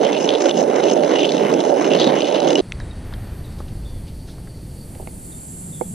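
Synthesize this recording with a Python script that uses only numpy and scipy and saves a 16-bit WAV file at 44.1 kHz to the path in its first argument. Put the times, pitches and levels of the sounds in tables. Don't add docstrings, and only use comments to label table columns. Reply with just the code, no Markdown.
import sys
import numpy as np
from scipy import signal
from scipy.fft import rfft, irfft, next_fast_len
from scipy.io import wavfile
from scipy.ndimage import uniform_filter1d, map_coordinates

SR = 44100
rng = np.random.default_rng(int(sys.argv[2]) if len(sys.argv) > 2 else 0)


def unload_wav(signal):
    wavfile.write(
        sys.argv[1],
        SR,
        np.round(np.clip(np.atleast_2d(signal).T, -1, 1) * 32767).astype(np.int16),
    )


N = 261935
TIME_S = np.arange(N) / SR
CUT_S = 2.609
TOP_HZ = 15190

# f/Hz, density/dB
THUD_SPECTRUM = [(8.8, -37), (15, -2.5), (64, -0.5), (130, -6.5), (170, -68), (290, -120)]
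FLUTTER_SPECTRUM = [(59, -10.5), (100, -7.5), (161, -7.5), (211, -12), (296, -16.5), (900, -34.5),
                    (1170, -77), (1980, -120)]
LEAF_SPECTRUM = [(350, 0), (600, -0.5), (1200, -7), (1850, -8.5), (2600, -14), (4000, -18), (6000, -45)]
HUSH_SPECTRUM = [(1200, -18), (2000, -3.5), (3300, -3), (5000, -4), (6300, -3), (7500, -18)]
CICADA_SPECTRUM = [(5500, -24), (7000, -6.5), (8500, 1), (10000, 0.5), (10800, -2), (11600, -27)]
HIGH_SPECTRUM = [(6470, -86), (11000, -5), (12300, -3), (13300, -5), (15000, -25)]
FAR_HISS_SPECTRUM = [(6000, -27), (8000, 1), (10400, 7.5), (11200, -1), (13400, -96), (14200, -50)]
BODY_SPECTRUM = [(180, -39), (260, 0), (320, -1.5), (570, -1.5), (800, -1), (1100, -20), (1600, -18.5),
                 (2500, -49)]
BASE_SPECTRUM = [(25, -2), (60, -27), (112, -45), (135, -12.5), (150, -2.5), (185, -2), (240, 1),
                 (300, -17.5), (400, -49.5)]
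CRUNCH_SPECTRUM = [(600, -53), (1000, 8.5), (1400, -3.5), (1750, -7.5), (2080, -5), (2400, -10.5),
                   (2900, -34), (4000, -44)]
SNAP_SPECTRUM = [(900, -28), (1600, -2), (2500, 1), (4700, -5), (6500, -3), (8500, -10), (11000, -24),
                 (13500, -30)]

# f/Hz, width/Hz, level/dB
SHELL_MODES = [(319.3, 115, 0.5), (446, 117, 0), (576, 81, 3.5), (725, 980, -1), (912, 78, 5)]
BURR_MODES = [(2640, 250, -3.5), (2940, 280, -2), (2914, 65, -5), (3330, 540, -4), (3860, 720, 0.5),
              (4330, 750, -3.5)]
GRIT_MODES = [(5130, 84, 6.5), (6150, 430, 8.5), (7630, 99, -1)]

# f/Hz, level/dB, phase/rad, likeness/0-1
LEFT_PORT = [(130, -1.2, 0.26, 0.99), (240, -2.5, -0.66, 1), (400, -5, -0.7, 0.97), (590, -15, -1, 0.99),
             (633, -31, -1.5, 0.95), (700, -27, -3.3, .6), (730, -22, 0, 0.9), (820, -12.5, -4, 1),
             (1140, -10.5, -4.5, 0.95), (1500, -0.5, -6, 0.93), (2060, 5, -6.5, 0.85),
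             (2900, -1.8, -7, 0.82), (4100, 2.4, -5.5, 1), (5300, 8, -6.5, 0.55), (5880, 0.8, -6.5, 0.48),
             (6950, 3.5, -8.5, 1), (9000, -3, -8, 0.5), (13000, -6, -13, .3)]
# f/Hz, level/dB
SIDE_WIDTH = [(60, -21), (110, -21), (200, -17.5), (370, -9), (690, 0.5), (1270, 6), (2340, -7),
              (4300, -20), (7920, 2), (14600, 2)]
# t/s, share/0-1
STEREO = [(2.61, 0), (4.55, 0), (4.8, 0.4), (5.3, 1), (5.94, 1)]

# t/s, level/dB
WIND = [(2.62, -50), (2.75, -31.5), (3.2, -28), (3.75, -31), (3.95, -30.5), (4.14, -34.5), (4.8, -36.5),
        (5.33, -42), (5.5, -55)]
RUSH = [(2.62, -46.5), (3.3, -44), (3.77, -51.5), (4.0, -53), (4.4, -53.5), (5.94, -55)]
CHORUS = [(2.62, -57.5), (3.2, -57), (4.6, -55), (5.33, -44), (5.94, -43.5)]
HISS = [(2.62, -83), (2.9, -75), (3.2, -58), (3.5, -59.5), (4.6, -59.5), (4.8, -54.5), (5.94, -50.5)]
FLUTTER_DB, FLUTTER_FOLLOWS = -36, 0.12
SOLO_S, SOLO_RISE_S, SOLO_DB = 4.98, 0.5, -46.5
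RIPPLE_HZ, RIPPLE_DEPTH = 516, 0.25
CRICKET_DB, CRICKET_FADE_DB_PER_S = -60, 3

# t/s, length/s, f/Hz, width/Hz, level/dB
SONGS = [(2.6, 0.33, 8300, 400, -66), (2.79, .1, 7550, 250, -64), (3.04, .47, 11950, 600, -63),
         (2.78, .7, 1830, 90, -63)]
SONG_FADE_S = 0.033
# t/s, length/s, start f/Hz, end f/Hz, level/dB, roughness/0-1
BIRD_NOTES = [(2.806, 0.02, 4100, 3680, -35, .04), (2.906, 0.021, 3920, 3600, -34, 0.08),
              (3.44, 0.085, 3970, 3420, -49.5, 0.95), (3.847, 0.27, 3580, 3350, -47.5, 0.5),
              (5.316, 0.085, 3700, 3400, -50.5, 0.95), (5.722, 0.2, 3600, 3330, -47, 0.65)]
BIRD_ECHO_DB, BIRD_ECHO_T60_S = -7, 0.4
# t/s, level/dB, f/Hz, t60/s, width/Hz
TWIGS = [(2.7213, -11, 2200, 0.0085, 1820), (2.722, -20, 3480, 0.009, 1400),
         (2.7212, -23, 5900, 0.0072, 2500), (2.741, -42, 4500, .03, 600), (2.8002, -29, 700, 0.014, 900),
         (2.8012, -26, 1600, 0.03, 700), (2.8007, -30, 4800, 0.011, 3000), (3.125, -29.5, 1060, 0.034, 900),
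         (3.1255, -38, 3000, .015, 4000), (3.137, -27.5, 1820, 0.021, 700), (3.1365, -33, 4900, 0.013, 600),
         (3.1374, -28, 3900, .018, 1200), (3.14, -33, 3250, 0.018, 500), (3.518, -45, 4500, .08, 4000),
         (3.58, -42, 4500, 0.11, 4000), (3.6016, -24.5, 980, 0.0312, 800), (3.6035, -15, 298, .013, 497),
         (3.678, -40, 3800, .08, 5000), (4.066, -40, 3600, .12, 5000), (4.268, -40.5, 4500, 0.21, 4500),
         (4.28, -42, 1500, 0.087, 1200), (4.295, -38, 3700, .035, 900), (4.38, -36, 700, 0.055, 1000),
         (4.473, -37.5, 1600, 0.031, 1600), (4.951, -38, 2480, 0.014, 3970),
         (5.073, -24.5, 2100, 0.0028, 2400)]
TICK_SNAP = 3.5
# t/s, level/dB, snap level/dB, main mode level/dB, rise constant/s
KNOCKS = [(4.954, -30.5, -21, 0, 0.0015), (4.998, -20, -40, -22, 0.0018), (5.0217, -27, -40, -4, 0.0018),
          (5.074, -29.5, -3.5, -2, 0.00024), (5.8115, -10, -23, 0, 0.00087)]
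# f/Hz, level/dB, t60/s
CUP_MODES = [(498, 6, 0.042), (373, -0.5, 0.043), (760, 4, 0.028), (852, -5.5, 0.052), (1260, -19, 0.022)]

# t/s, level/dB
PUSHES = [(.09, 8.5), (.46, 7.5), (.77, 10), (1.12, 10), (1.47, 7.5), (1.82, 9), (2.0, 8), (2.14, 8),
          (2.5, 6.5)]
# t/s, level/dB
JOLTS = [(.51, -0.5), (1.24, 10), (1.49, 4.5), (1.79, 6), (1.97, 10), (2.29, 3), (2.55, 3)]
# t/s, level/dB
SLIPS = [(.545, -7), (.665, -3.5), (.87, -1.5), (.955, -2.5), (1.005, -4.5), (1.27, -0.5), (1.535, -3),
         (1.73, -10), (2.285, -1), (2.42, -2.5)]
PUSH_S, JOLT_S, SLIP_S = 0.068, 0.039, 0.028
# t/s, ring level/dB, strongest ring f/Hz, grit level/dB
BURR_LOAD = [(0.0, -37, 3120, -44), (0.21, -38.5, 2830, -38.5), (0.34, -36.5, 3260, -44),
             (0.46, -33.5, 3170, -39.5), (0.52, -33.5, 3300, -42), (0.57, -32, 2850, -34),
             (0.63, -42, 2950, -41.5), (0.69, -39.5, 2900, -42.5), (0.77, -40, 2900, -42.5),
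             (0.82, -35, 2760, -43.5), (0.92, -37, 3080, -37.5), (1.06, -39, 3240, -43),
             (1.15, -34, 2900, -39.5), (1.3, -37, 3200, -40), (1.49, -38.5, 2960, -44),
             (1.59, -38.5, 3040, -44.5), (1.73, -35.5, 3080, -39.5), (1.85, -37, 3080, -42.5),
             (1.96, -35.5, 2940, -39.5), (2.0, -26, 3500, -38), (2.06, -34, 3440, -40),
             (2.18, -35, 3000, -42), (2.43, -33.5, 3300, -45), (2.45, -34, 3280, -45),
             (2.56, -40, 2940, -38), (2.6, -36.5, 3330, -47)]
# t/s, body level/dB, strongest boom f/Hz
GRIP = [(0.0, -15.5, 425), (0.2, -20, 500), (0.22, -18.5, 431), (0.33, -18, 485), (0.41, -19, 420),
        (0.46, -14, 535), (0.49, -19, 344), (0.62, -16.5, 520), (0.69, -19, 493), (0.98, -15, 406),
        (1.04, -18, 504), (1.13, -16.5, 430), (1.17, -19.5, 513), (1.22, -18.5, 355), (1.37, -18, 490),
        (1.53, -16, 348), (1.6, -18.5, 445), (1.72, -16.5, 496), (1.75, -17, 390), (1.94, -15.5, 388),
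        (1.98, -19.5, 507), (2.03, -15, 370), (2.14, -18, 480), (2.21, -20, 407), (2.24, -13.5, 366),
        (2.27, -23, 387), (2.29, -18.5, 460), (2.46, -17.5, 463), (2.53, -16.5, 373), (2.6, -17, 356)]
GRIP_DB_PER_OCTAVE = 7
CRUNCH_DB, KNEE_DB = -36, -28.5
FAVOUR_DB = 2.5
CRACK_THUMP_DB = -9
SNAP_DB, SNAP_CRACK_DB = -8.5, -12.5

# t/s, level/dB, ring f/Hz, grit over ring/dB
CRACKS = [(0.0199, -40, 2980, -17), (0.0337, -26, 3180, -15), (0.048, -13, 3170, -9.5),
          (0.068, -17, 3130, -9), (0.13, -15, 3040, -4), (0.148, -13.5, 2940, -21), (0.166, -12, 2970, -30),
          (0.173, -16, 2970, -26), (0.2003, -22, 2900, -14), (0.2428, -19.5, 3000, 2),
          (0.276, -23, 3020, -18), (0.2902, -3.5, 3300, -17), (0.304, -11, 3320, -11),
          (0.308, -27, 3280, -14), (0.3384, -11.5, 3760, -19), (0.3505, -12, 3600, -20),
          (0.407, -16.5, 3430, -15), (0.421, -19, 3260, -3), (0.457, -13, 3460, -17),
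          (0.493, -10, 3060, -8.5), (0.511, -10, 3310, -24), (0.5425, -26, 2940, -12),
          (0.576, -22, 3000, -2), (0.637, -22, 3020, -14), (0.692, -34, 3100, -13), (0.762, -24, 3000, -2),
          (0.838, -12, 2900, -11), (0.884, -17, 3200, -14), (0.899, -11, 3130, -5), (0.913, -19, 3020, 3),
          (0.935, -23, 3100, 8), (0.967, -32, 3000, -8), (1.035, -17, 3100, -15), (1.0475, -19, 3580, -16),
          (1.1355, -33, 2950, -12), (1.1578, -13.5, 2940, -18), (1.186, -12, 3210, -12),
          (1.204, -15, 2980, -16), (1.2316, -18, 2900, -20), (1.2527, -6, 3150, -10),
          (1.276, -27, 3430, -15), (1.2915, -12, 3500, -18), (1.3192, -10, 4080, -4.5),
          (1.3808, -15, 3630, -15), (1.4265, -27, 3000, -12), (1.448, -21, 2950, -16),
          (1.4985, -20, 2950, -8), (1.516, -22, 3830, -9), (1.539, -18.5, 2610, 0.5),
          (1.604, -10.5, 3300, -7), (1.662, -23, 3080, -15), (1.8438, -15, 2940, -11),
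          (1.8905, -33, 2900, -16), (1.9047, -20, 2860, -19), (1.917, -19, 2920, -22),
          (1.935, -7.5, 3020, -18), (1.9522, -11, 2940, -26), (1.998, -12, 3440, -6),
          (2.0234, -12, 3400, -23), (2.043, -12, 3760, -15), (2.073, -14, 3740, -18),
          (2.088, -20, 3280, -18), (2.163, -23, 2940, -18), (2.1803, -21, 2870, -26),
          (2.2053, -14, 2920, -15), (2.22, -8, 3000, -23), (2.2446, -13, 3240, -23),
          (2.3072, -43, 3110, -12), (2.3248, -18, 3040, -5), (2.3444, -21, 3020, -14),
          (2.355, -15, 3000, -16), (2.4022, -14.5, 3920, -3), (2.4458, -18, 3150, -14),
          (2.478, -15, 3150, -4), (2.5048, -8, 2870, -6), (2.5302, -14, 2940, -9), (2.555, -7, 2940, -8),
          (2.584, -15, 2860, -17), (2.592, -11.5, 3260, -14)]
# t/s, length/s, rate/(1/s), ring f/Hz, level/dB
CHATTERS = [(0.03, 0.043, 140, 3190, -18), (0.145, 0.046, 127, 2940, -23), (0.881, 0.024, 160, 3070, -25),
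            (1.154, 0.11, 135, 2930, -15), (1.193, 0.07, 136, 3480, -17), (1.272, 0.033, 150, 3450, -23),
            (1.415, 0.11, 130, 2910, -26), (1.891, 0.084, 202, 2900, -17), (1.989, 0.04, 150, 3450, -17),
            (2.024, 0.081, 140, 3690, -22), (2.159, 0.066, 166, 2980, -18.5),
            (2.322, 0.083, 130, 2880, -23.5), (2.462, 0.045, 200, 3100, -24),
            (2.568, 0.041, 170, 2950, -39)]
CHATTER_T60_S, CHATTER_SPREAD_DB = 0.012, 4
CHATTER_JITTER, CHATTER_DETUNE = 0.1307, 0.037
# t/s, level/dB, f/Hz
THUMPS = [(0.028, -10, 413), (0.14, -6, 527), (0.307, 3, 553), (0.411, -9, 410), (0.575, -8, 590),
          (0.695, -0.5, 414), (0.846, -5, 536), (0.963, -8, 318), (1.018, -9, 527), (1.23, -6, 353),
          (1.283, -2, 413), (1.347, 0.5, 563), (1.415, 0, 396), (1.519, -3.5, 312), (1.567, -4, 487),
          (1.609, -14, 498), (1.664, -5.5, 447), (1.869, -2, 420), (2.013, 0.5, 360), (2.067, -4, 534),
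          (2.227, -6, 288), (2.322, -4, 417), (2.382, -10, 337), (2.506, -14, 318), (2.553, -15, 316)]
THUMP_T60_S, THUMP_RISE_S, THUMP_DB = 0.047, 0.0013, -2
# t/s, level/dB
SPLINTERS = [(0.0478, -21), (0.0902, -27), (0.1201, -22), (0.2004, -30), (0.2294, -21), (0.2548, -17),
             (0.2906, -21), (0.3386, -30), (0.385, -28), (0.405, -28), (0.4204, -23), (0.4549, -27),
             (0.4913, -23), (0.5756, -22), (0.629, -23), (0.759, -20), (0.8066, -31), (0.8385, -25),
             (0.8849, -27), (0.8984, -25), (0.9313, -19), (1.1568, -31), (1.1942, -22), (1.2321, -23),
             (1.2905, -26), (1.32, -19), (1.3793, -31), (1.5394, -20), (1.6023, -28), (1.8083, -23),
             (1.8427, -29), (1.935, -26), (1.9986, -19.5), (2.0433, -25), (2.2046, -24), (2.2842, -25),
             (2.3231, -25), (2.4024, -24), (2.4448, -26), (2.4698, -23), (2.4856, -15), (2.5047, -23),
             (2.5296, -24), (2.5541, -18), (2.585, -27)]
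SPLINTER_T60_S, SPLINTER_DB = 0.014, -5.5


def amp(db):
    return 10 ** (np.asarray(db) / 20)


def unit(x):
    return x / np.sqrt(np.mean(x ** 2) + 1e-20)


def along(points, hz, column=1):
    p = np.transpose(points)
    return np.interp(np.log(hz + 1), np.log(p[0] + 1), p[column])


def curves(rows):
    s, *cols = np.transpose(rows)
    return [np.interp(TIME_S, s, c) for c in cols]


def swells(rows, half_s):
    return sum(db * np.exp(-((TIME_S - s) / half_s) ** 2) for s, db in rows)


def wobble(rate_hz):
    knots = rng.standard_normal(int(N * rate_hz / SR) + 4)
    return map_coordinates(knots, [TIME_S * rate_hz])


def filtered(x, response):
    m = next_fast_len(N + SR // 4)
    return irfft(rfft(x, m) * response(np.fft.rfftfreq(m, 1 / SR)), m)[..., :N]


def colour(spectrum):
    return lambda hz: amp(along(spectrum, hz))


def modes(table):
    def response(f):
        return sum((-1) ** k * amp(db) * 1j * f * w / (c * c - f * f + 1j * f * w)
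                   for k, (c, w, db) in enumerate(table))
    return response


def noise(response):
    return unit(filtered(rng.standard_normal((2, N)), response))


def bursts(times_s, gains, t60_s, size):
    kicks = np.bincount(np.clip((times_s * SR).astype(int), 0, N - 1), gains, N)
    rise = np.hanning(size) / (size / 2)
    return signal.lfilter(rise, [1, -amp(-60 / (t60_s * SR))], kicks)


def near(pair):
    def to_left(hz):
        shift = amp(along(LEFT_PORT, hz)) * np.exp(1j * along(LEFT_PORT, hz, column=2))
        alike = np.clip(along(LEFT_PORT, hz, column=3), 0, 1)
        return shift * np.array([alike, np.sqrt(1 - alike ** 2)])
    return np.array([filtered(pair, to_left).sum(0), pair[0]])


def wind():
    thud_db = curves(WIND)[0]
    thud = amp(thud_db + 0.76 * wobble(35) + 0.6 * wobble(8)) * noise(colour(THUD_SPECTRUM))
    flutter_db = FLUTTER_DB + FLUTTER_FOLLOWS * (thud_db - np.transpose(WIND)[1].mean())
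    return thud + amp(flutter_db + 0.41 * wobble(13)) * noise(colour(FLUTTER_SPECTRUM))


def far_drone():
    band = modes([(172.0, 68, 0)])
    level_db = -41.5 + 14.6 * (TIME_S - 5.5) + 0.93 * wobble(15)
    return curves(STEREO)[0] * amp(level_db) * noise(lambda f: band(f) ** 2)


def leaves():
    rush = amp(curves(RUSH)[0] + 1.1 * wobble(10.0)) * noise(colour(LEAF_SPECTRUM))
    return rush + amp(-58.5) * noise(colour(HUSH_SPECTRUM))


def cicadas():
    def banded(f):
        return colour(CICADA_SPECTRUM)(f) * (1 + RIPPLE_DEPTH * np.cos(2 * np.pi * f / RIPPLE_HZ))
    chorus = amp(curves(CHORUS)[0] + 0.52 * wobble(32)) * noise(banded)
    song = modes([(7490, 230, -3), (8250, 320, -3.0), (7180, 990, -4.0)])
    swell = np.clip((TIME_S - SOLO_S) / SOLO_RISE_S, 0, 1) ** 1.7
    return chorus + swell * amp(SOLO_DB + 1.1 * wobble(35)) * noise(lambda f: song(f) ** 2)


def crickets():
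    trill = modes([(4500, 510, 0)])
    fade_db = CRICKET_FADE_DB_PER_S * np.maximum(TIME_S - SOLO_S, 0)
    level_db = CRICKET_DB - fade_db + 1.8 * wobble(40) + 1.8 * wobble(10)
    return amp(level_db) * noise(lambda f: trill(f) ** 2)


def thin_song():
    out = np.zeros(N)
    for s, length_s, hz, width_hz, db in SONGS:
        band = modes([(hz, width_hz, 0)])
        shape = np.clip(np.minimum(TIME_S - s, s + length_s - TIME_S) / SONG_FADE_S, 0, 1)
        out = out + amp(db + 2.2 * wobble(30)) * shape * noise(lambda f: band(f) ** 2)[0]
    return out


def high_insects():
    return amp(curves(HISS)[0]) * noise(colour(HIGH_SPECTRUM)) * [[0.75], [1.2]]


def birds():
    out = np.zeros(N + SR)
    for s, length_s, from_hz, to_hz, db, rough in BIRD_NOTES:
        u = np.arange(int(length_s * SR)) / (length_s * SR)
        phase = 2 * np.pi * np.cumsum(to_hz + (from_hz - to_hz) * (1 - u) ** 1.6) / SR
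        smear = rough * np.array([wobble(420)[:len(u)], wobble(416)[:len(u)]])
        tone = (1 - rough + smear[0]) * np.sin(phase) + smear[1] * np.cos(phase)
        shape = np.minimum(u * length_s / 0.0073, 1) * (1 - u) / (1 + 1.8 * u)
        out[round(s * SR):][:len(u)] += amp(db) * shape * tone
    t = TIME_S[:SR // 2]
    echo = unit(amp(-60 * t / BIRD_ECHO_T60_S) * rng.standard_normal(len(t))) / np.sqrt(len(t))
    return (out + amp(BIRD_ECHO_DB) * signal.fftconvolve(out, echo)[:len(out)])[:N]


def ticks():
    out, t = np.zeros(N + SR), np.arange(8192) / SR
    f = np.fft.rfftfreq(len(t), 1 / SR)
    for s, db, hz, t60_s, width_hz in TWIGS:
        rise = 1 - np.exp(-t / (t60_s * t60_s))
        crack = amp(-60 * t / max(t60_s, 0.004)) * rise * rng.standard_normal(len(t))
        crack[round(t60_s * t60_s * SR)] += TICK_SNAP * np.linalg.norm(crack) * min(0.0075 / t60_s, 1)
        crack = irfft(rfft(crack) * modes([(hz, width_hz, 0)])(f) ** 3 / (1 + 1j * f / 6000) ** 2)
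        size = np.sqrt(np.sum(crack ** 2) / (t60_s * SR / 14))
        out[round(s * SR):][:len(t)] += amp(db) * crack / size / 2
    return out[:N]


def cup():
    out, t = np.zeros(N + SR), np.arange(SR // 10) / SR
    for s, db, snap_db, main_db, rise_s in KNOCKS:
        ring = 0
        for k, (hz, level_db, t60_s) in enumerate(CUP_MODES):
            mode_db = level_db + (main_db if k == 0 else 0)
            ring = ring + amp(mode_db - 60 * t / t60_s) * np.sin(2 * np.pi * hz * t)
        snap = amp(snap_db - 60 * t / 0.029) * np.sin(2 * np.pi * 2200 * t)
        thud = 3 * amp(-60 * t / 0.019) * np.sin(2 * np.pi * 650 * t)
        rise = (1 - np.exp(-t / max(rise_s, 0.0002))) ** 2
        out[round(s * SR):][:len(t)] += amp(db - 4.5) * (ring + snap + thud) * rise
    return out[:N]


def camp():
    stereo = curves(STEREO)[0]
    mid, other = wind() + far_drone() + leaves() + cicadas() + crickets()
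    side = stereo * filtered(1.03 * other - 0.19 * mid, colour(SIDE_WIDTH))
    mono = ticks() + cup()
    two_port = amp(4.0) * near(np.array([mono, 0 * mono]))
    close = mono + stereo * (two_port - mono)
    return np.array([mid + side, mid - side]) + close + birds() + high_insects() + thin_song()


def splinters():
    at_s, db = np.transpose(SPLINTERS)

    def band(f):
        return modes(GRIT_MODES)(f) / (1 + (f / 7500) ** 10) / (1 + (4500 / (f + 1)) ** 8)
    return noise(band) * bursts(at_s, amp(db + SPLINTER_DB), SPLINTER_T60_S, size=60)


def thumps():
    out, t = np.zeros(N + SR), np.arange(SR // 20) / SR
    for s, db, hz in THUMPS:
        shape = amp(db + THUMP_DB - 60 * t / THUMP_T60_S) * (1 - np.exp(-t / THUMP_RISE_S))
        out[round(s * SR):][:len(t)] += shape * np.sin(2 * np.pi * hz * t)
    return out[:N] * [[1], [0.3]]


def chatter():
    out, t = np.zeros((2, N + SR)), np.arange(SR // 40) / SR
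    ring = amp(-60 * t / CHATTER_T60_S) * (1 - np.exp(-t / 0.00023))
    for s, length_s, rate_hz, hz, db in CHATTERS:
        chance = rng.standard_normal((24, 4))
        for k in range(int(length_s * rate_hz) + 1):
            detune, turn, spread, jitter = chance[k]
            u = (k + 0.5) / (length_s * rate_hz + 1)
            offset_rad = np.array([[0], [2.4 * turn]])
            phase = 2 * np.pi * hz * (1 + CHATTER_DETUNE * detune) * t + offset_rad
            size = amp(db + CHATTER_SPREAD_DB * spread) * np.sin(np.pi * u ** 2.0) ** 0.28
            start = round((s + (k + CHATTER_JITTER * jitter) / rate_hz) * SR)
            out[:, start:start + len(t)] += size * ring * np.sin(phase)
    return out[:, :N]


def grinding():
    ring_db, centre_hz, grit_db = curves(BURR_LOAD)
    slip_db = swells(SLIPS, SLIP_S)
    ring_db, grit_db = ring_db + slip_db, grit_db + slip_db
    crunch_db = CRUNCH_DB + swells(PUSHES, PUSH_S) + slip_db + 1.4 * wobble(14)
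    knee_db = KNEE_DB + swells(JOLTS, JOLT_S) + 3.4 * wobble(9.0)
    body_db, boom_hz = curves(GRIP)
    body_db = body_db + 0.22 * wobble(11.9)
    chance = rng.random((1300, 2))
    snap_s = chance[:, 0] * CUT_S
    sizes = np.minimum((1 - chance[:, 1]) ** -0.45, 3.2)
    at_s, db, crack_hz, bright_db = np.transpose(CRACKS)

    def layer(response, level_db, smooth, crack_db, spread_db, size=140):
        gains = sizes * amp(spread_db * rng.standard_normal(len(sizes)))
        snaps = bursts(snap_s, gains, t60_s=0.0053, size=size)
        snaps = snaps / np.sqrt(np.abs(uniform_filter1d(snaps ** 2, size=SR // 8)) + 1e-6)
        drive = rng.standard_normal((2, N))
        norm = np.sqrt(np.mean(np.abs(response(np.linspace(0, SR / 2, num=8192))) ** 2))
        cracks = bursts(at_s - size / SR / 2, amp(crack_db), t60_s=0.0094, size=size)
        envelope = amp(level_db) * (smooth + snaps) / (1 + smooth) + cracks
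        return filtered(drive * envelope, response) / norm

    def grit(f):
        return modes(GRIT_MODES)(f) * f / 6000 / (1 + (f / 8300) ** 10)

    parts = layer(colour(BASE_SPECTRUM), knee_db, 0.53, db - 28, spread_db=2.5)
    parts = parts + layer(colour(CRUNCH_SPECTRUM), crunch_db, 0.91, db - 32, spread_db=0.5)
    parts = parts + layer(grit, grit_db + 2.1 * wobble(14.58), 0.63, db + bright_db - 9.5, spread_db=0.0)
    parts = parts + layer(colour(SNAP_SPECTRUM), grit_db + SNAP_DB + 4.5 * wobble(24.15), 0.02,
                          db + bright_db / 2 + SNAP_CRACK_DB, spread_db=0.5, size=24)
    body = colour(BODY_SPECTRUM)
    for hz, width_hz, mode_db in SHELL_MODES:
        mode = modes([(hz, width_hz, 0)])
        tilt_db = along(BODY_SPECTRUM, hz)
        share_db = mode_db + tilt_db + 0.95 * wobble(15) + 1.3
        share_db = share_db - GRIP_DB_PER_OCTAVE * np.abs(np.log2(hz / boom_hz))
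        parts = parts + layer(lambda f: mode(f) * body(f), body_db + share_db, 1.93,
                              db + CRACK_THUMP_DB + tilt_db, spread_db=1.0)
    for hz, width_hz, mode_db in BURR_MODES:
        mode = modes([(hz, width_hz, 0)])
        off_db = -np.minimum(np.abs(crack_hz - hz) / 30, 14)
        level_db = ring_db + mode_db - np.abs(centre_hz - hz) / 110 + FAVOUR_DB * wobble(11.98)
        parts = parts + layer(lambda f: mode(f) / (1 + (f / 6000) ** 5) / (1 + ((f - hz) / 900) ** 2),
                              level_db, 0.61, db + off_db - 5.0, spread_db=1)
    return parts


def mill():
    far_hiss = amp(-51.5) * noise(colour(FAR_HISS_SPECTRUM)) * [[0.55], [1.15]]
    heard = near(grinding() + chatter() + thumps() + splinters()) + far_hiss
    heard = heard / (1 + np.abs(heard / 0.95) ** 4) ** (1 / 4)

    def band(hz):
        return (hz / 100) ** 3 / (1 + (hz / 100) ** 3) / (1 + (hz / 13500) ** 40)
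    return filtered(heard, band)


def scene():
    after = np.clip((TIME_S - CUT_S) / 0.00091, 0, 1)
    return (1 - after) * mill() + after * camp()


def record(dry):
    return filtered(dry, lambda hz: hz < TOP_HZ)


dry = scene()
out = record(dry)
unload_wav(out)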